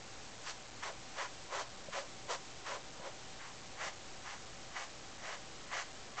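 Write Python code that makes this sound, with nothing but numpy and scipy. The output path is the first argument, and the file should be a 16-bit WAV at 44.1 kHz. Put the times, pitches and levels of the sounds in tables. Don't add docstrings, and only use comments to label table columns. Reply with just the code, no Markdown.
import sys
import numpy as np
from scipy import signal
from scipy.fft import rfft, irfft, next_fast_len
from scipy.io import wavfile
from scipy.ndimage import map_coordinates

SR = 44100
rng = np.random.default_rng(int(sys.argv[2]) if len(sys.argv) > 2 else 0)


def persist_wave(psi):
    counts = np.round(np.clip(psi, -1, 1) * 32767).astype(np.int16)
    wavfile.write(sys.argv[1], SR, np.atleast_2d(counts).T)


N = 273420
TIME = np.arange(N) / SR


def brush(rustle_db, hiss_db, tuft_db, roll_over_s):
    # pitch_hz, width_hz, level_db
    pad_belly = [(377, 80, -8.5), (566.6, 89, 1), (715, 150, -6.5)]
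    pad_back = [(418, 110, -8.5), (595, 130, 0), (744, 130, -3)]
    # pitch_hz, level_db
    fur_belly = [(450, -41), (720, -10.5), (860, -5.5), (1010, 1.5), (1190, -4), (1500, -5), (1900, -5.5),
                 (2400, -11.5), (2700, -18.5), (3050, -14.5), (4500, -39.5)]
    fur_back = [(450, -49), (720, -6.5), (900, -2), (1120, 1.5), (1330, -2.5), (1470, -4), (1790, -2.5),
                (2150, -3), (2550, -14.5), (3000, -12.5), (4500, -46.5)]
    # pitch_hz, level_db
    pin_tips = [(1500, -40), (2500, -5.5), (2950, -3.5), (3600, -2.5), (4500, 0.5), (5200, -2.5),
                (5900, 1.5), (6800, -2), (8000, -4)]
    pad_gain, rustle_gain, hiss_gain, brightness = brush_strokes()
    pins = pin_flicks(per_second=3500, scatter_db=2.5, sliding=.7)
    on_belly = TIME < roll_over_s
    pad = np.where(on_belly, resonated(pins, pad_belly), resonated(pins, pad_back))
    rustle = np.where(on_belly, coloured(pins, fur_belly), coloured(pins, fur_back))
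    rustle = tilted(rustle, brightness, split_hz=1400)
    hiss = coloured(pins, pin_tips)
    tufts = unit(amp(tuft_db * wobble(70)))
    tugging = tufts * (pad_gain * pad + amp(rustle_db) * rustle_gain * rustle)
    return tugging + amp(hiss_db) * hiss_gain * hiss


def pin_flicks(per_second, scatter_db, sliding):
    slipping = rng.random(N) < per_second / SR
    clicks = slipping * rng.choice([-1, 1], N) * amp(scatter_db * rng.standard_normal(N))
    return unit(unit(clicks) + sliding * rng.standard_normal(N))


def brush_strokes():
    # start_s, attack_s, length_s, pad_db, rustle_db, hiss_db, bright_db, dulling_db
    strokes = [(0.468, .06, .042, -57, -47, -46, 1, 3), (0.832, .022, .062, -49, -44, -49, 0, 7),
               (1.177, .04, .075, -50, -42, -49, 1, -1), (1.531, .05, .089, -46, -42, -47, -3, 0),
               (1.935, .02, 0.075, -46.5, -43.5, -47.5, -1.5, 6),
               (2.299, .025, .048, -44, -41, -43.5, -3.5, 0), (2.665, .035, .096, -48, -45, -50.5, -1, 4),
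               (3.04, .07, .044, -49, -50, -56.5, -2, 1), (3.411, .035, 0.088, -65, -52.5, -59, -2, 7),
               (3.809, .055, .080, -50, -43, -48, 0.5, 1), (4.259, .04, .088, -60.5, -48.5, -54, 0, 4),
               (4.763, .045, 0.078, -55.5, -45.5, -50.5, 0, 5),
               (5.241, .05, .112, -53.5, -46.5, -52, 2.5, 0), (5.731, .05, .088, -50.5, -41.5, -47, 2, 1),
               (6.182, .03, 0.061, -53, -43, -50, 0.5, 2)]
    pad, rustle, hiss, brightness = np.zeros((4, N))
    for start, attack, length, pad_db, rustle_db, hiss_db, bright_db, dulling_db in strokes:
        lag_s = .0024 * dulling_db
        catch_db = .6 * dulling_db * np.exp(-((TIME - start) / .012) ** 2)
        pad += amp(pad_db) * sweep(start + lag_s, attack, length, arch_db=1.5, lean_db=-.6)
        rustle += amp(rustle_db + catch_db) * sweep(start, attack, length, arch_db=1.47, lean_db=-1.5)
        hiss += amp(hiss_db) * sweep(start, attack, length, arch_db=2, lean_db=1.3)
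        progress = np.clip((TIME - start) / length, 0, 1)
        speed_db = 2 * (.5 - (2 * progress - 1) ** 2)
        colour_db = bright_db - dulling_db * (progress - .5) + speed_db
        brightness = np.where(TIME > start - 2 * attack, amp(colour_db), brightness)
    return pad, rustle, hiss, brightness


def sweep(start, attack, length, arch_db, lean_db, attack_db=20, lift_db_per_s=420):
    t = TIME - start
    progress = np.clip(t / length, 0, 1)
    contact_db = attack_db * np.minimum(t / attack, 0) - lift_db_per_s * np.maximum(t - length, 0)
    return amp(contact_db - arch_db * (2 * progress - 1) ** 2 + lean_db * progress)


def bumps(knock_hz, thud_hz, knock_rise_s, thud_rise_s):
    # start_s, knock_db, thud_db
    contacts = [(1.884, -36.5, -52.5), (2.252, -45, -56.5), (2.996, -42, -51), (3.011, -47.5, -64),
                (3.865, -40.5, -53)]
    out = np.zeros(N)
    for start, knock_db, thud_db in contacts:
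        t = np.maximum(TIME - start, 0)
        for hz, rise, db in [(knock_hz, knock_rise_s, knock_db - 2.5), (thud_hz, thud_rise_s, thud_db + 4)]:
            swell = (t / rise) ** 2 * np.exp(2 - 2 * t / rise)
            out += amp(db) * swell * np.sin(2 * np.pi * hz * t)
    return out


def room_echo(x, fade_s, echo_db):
    t = np.arange(SR // 4) / SR
    tail = rng.standard_normal(len(t)) * amp(-60 * t / fade_s) * (t > .003)
    return x + amp(echo_db) * signal.fftconvolve(x, tail / np.linalg.norm(tail))[:N]


def appliance_hum():
    # pitch_hz, level_db, waver_hz
    tones = [(119.47, -72, 2.5), (326.1, -77, 4), (553.2, -76.5, 6), (770.2, -70.5, 2.6)]
    hum = np.zeros(N)
    for hz, db, waver_hz in tones:
        cycles = np.cumsum(hz + waver_hz * wobble(12)) / SR
        hum += amp(db) * np.sqrt(2) * np.sin(2 * np.pi * cycles)
    return hum


def room_air(air_db, drift_db):
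    # pitch_hz, level_db
    air = [(20, 2), (60, 0), (160, -0.5), (280, -1.5), (600, -1.5), (1000, -4.5), (2000, -8), (4000, -10),
           (8000, -12)]
    return amp(air_db) * coloured(rng.standard_normal(N), air) + amp(drift_db) * wobble(9)


def amp(db):
    return 10 ** (np.asarray(db) / 20)


def unit(x):
    return x / np.sqrt(np.mean(x ** 2) + 1e-20)


def wobble(rate):
    return map_coordinates(rng.standard_normal(int(N * rate / SR) + 4), [TIME * rate])


def filtered(x, response):
    size = next_fast_len(N + 8192)
    return irfft(rfft(x, size) * response(np.fft.rfftfreq(size, 1 / SR)), size)[:N]


def coloured(x, points):
    hz, db = np.transpose(points)
    return unit(filtered(x, lambda f: amp(np.interp(np.log(f + 1), np.log(hz), db))))


def resonated(x, rings):
    def response(f):
        return sum((-1) ** k * amp(db) * 1j * f * width / (hz * hz - f * f + 1j * f * width)
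                   for k, (hz, width, db) in enumerate(rings))
    return unit(filtered(x, response))


def tilted(x, brightness, split_hz):
    low = filtered(x, lambda f: 1 / (1 + (f / split_hz) ** 10))
    return (unit(low) + brightness * unit(x - low)) / np.hypot(1, brightness)


def scene():
    brushing = brush(rustle_db=-.54, hiss_db=2.26, tuft_db=.77, roll_over_s=3.25)
    knocks = bumps(knock_hz=579, thud_hz=145.3, knock_rise_s=.0034, thud_rise_s=.005)
    grooming = room_echo(brushing + knocks, fade_s=.07, echo_db=-16)
    return (grooming + appliance_hum() + room_air(air_db=-55.5, drift_db=-77))[None]


def record(dry):
    rate_hz, step, top_hz = 16000, .0055, 9050
    treble_cut = signal.firwin(28225, rate_hz / 2, fs=160 * SR)
    samples = signal.resample_poly(dry[0], rate_hz // 100, SR // 100, window=treble_cut)
    stepped = step * np.floor(samples / step + .075)
    smoothing = signal.firwin(14113, rate_hz / 2, window=("kaiser", 9), fs=160 * SR)
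    played = signal.resample_poly(stepped, SR // 100, rate_hz // 100, window=smoothing)
    return filtered(played[:N], lambda hz: hz < top_hz)[None]


dry = scene()
out = record(dry)
persist_wave(out)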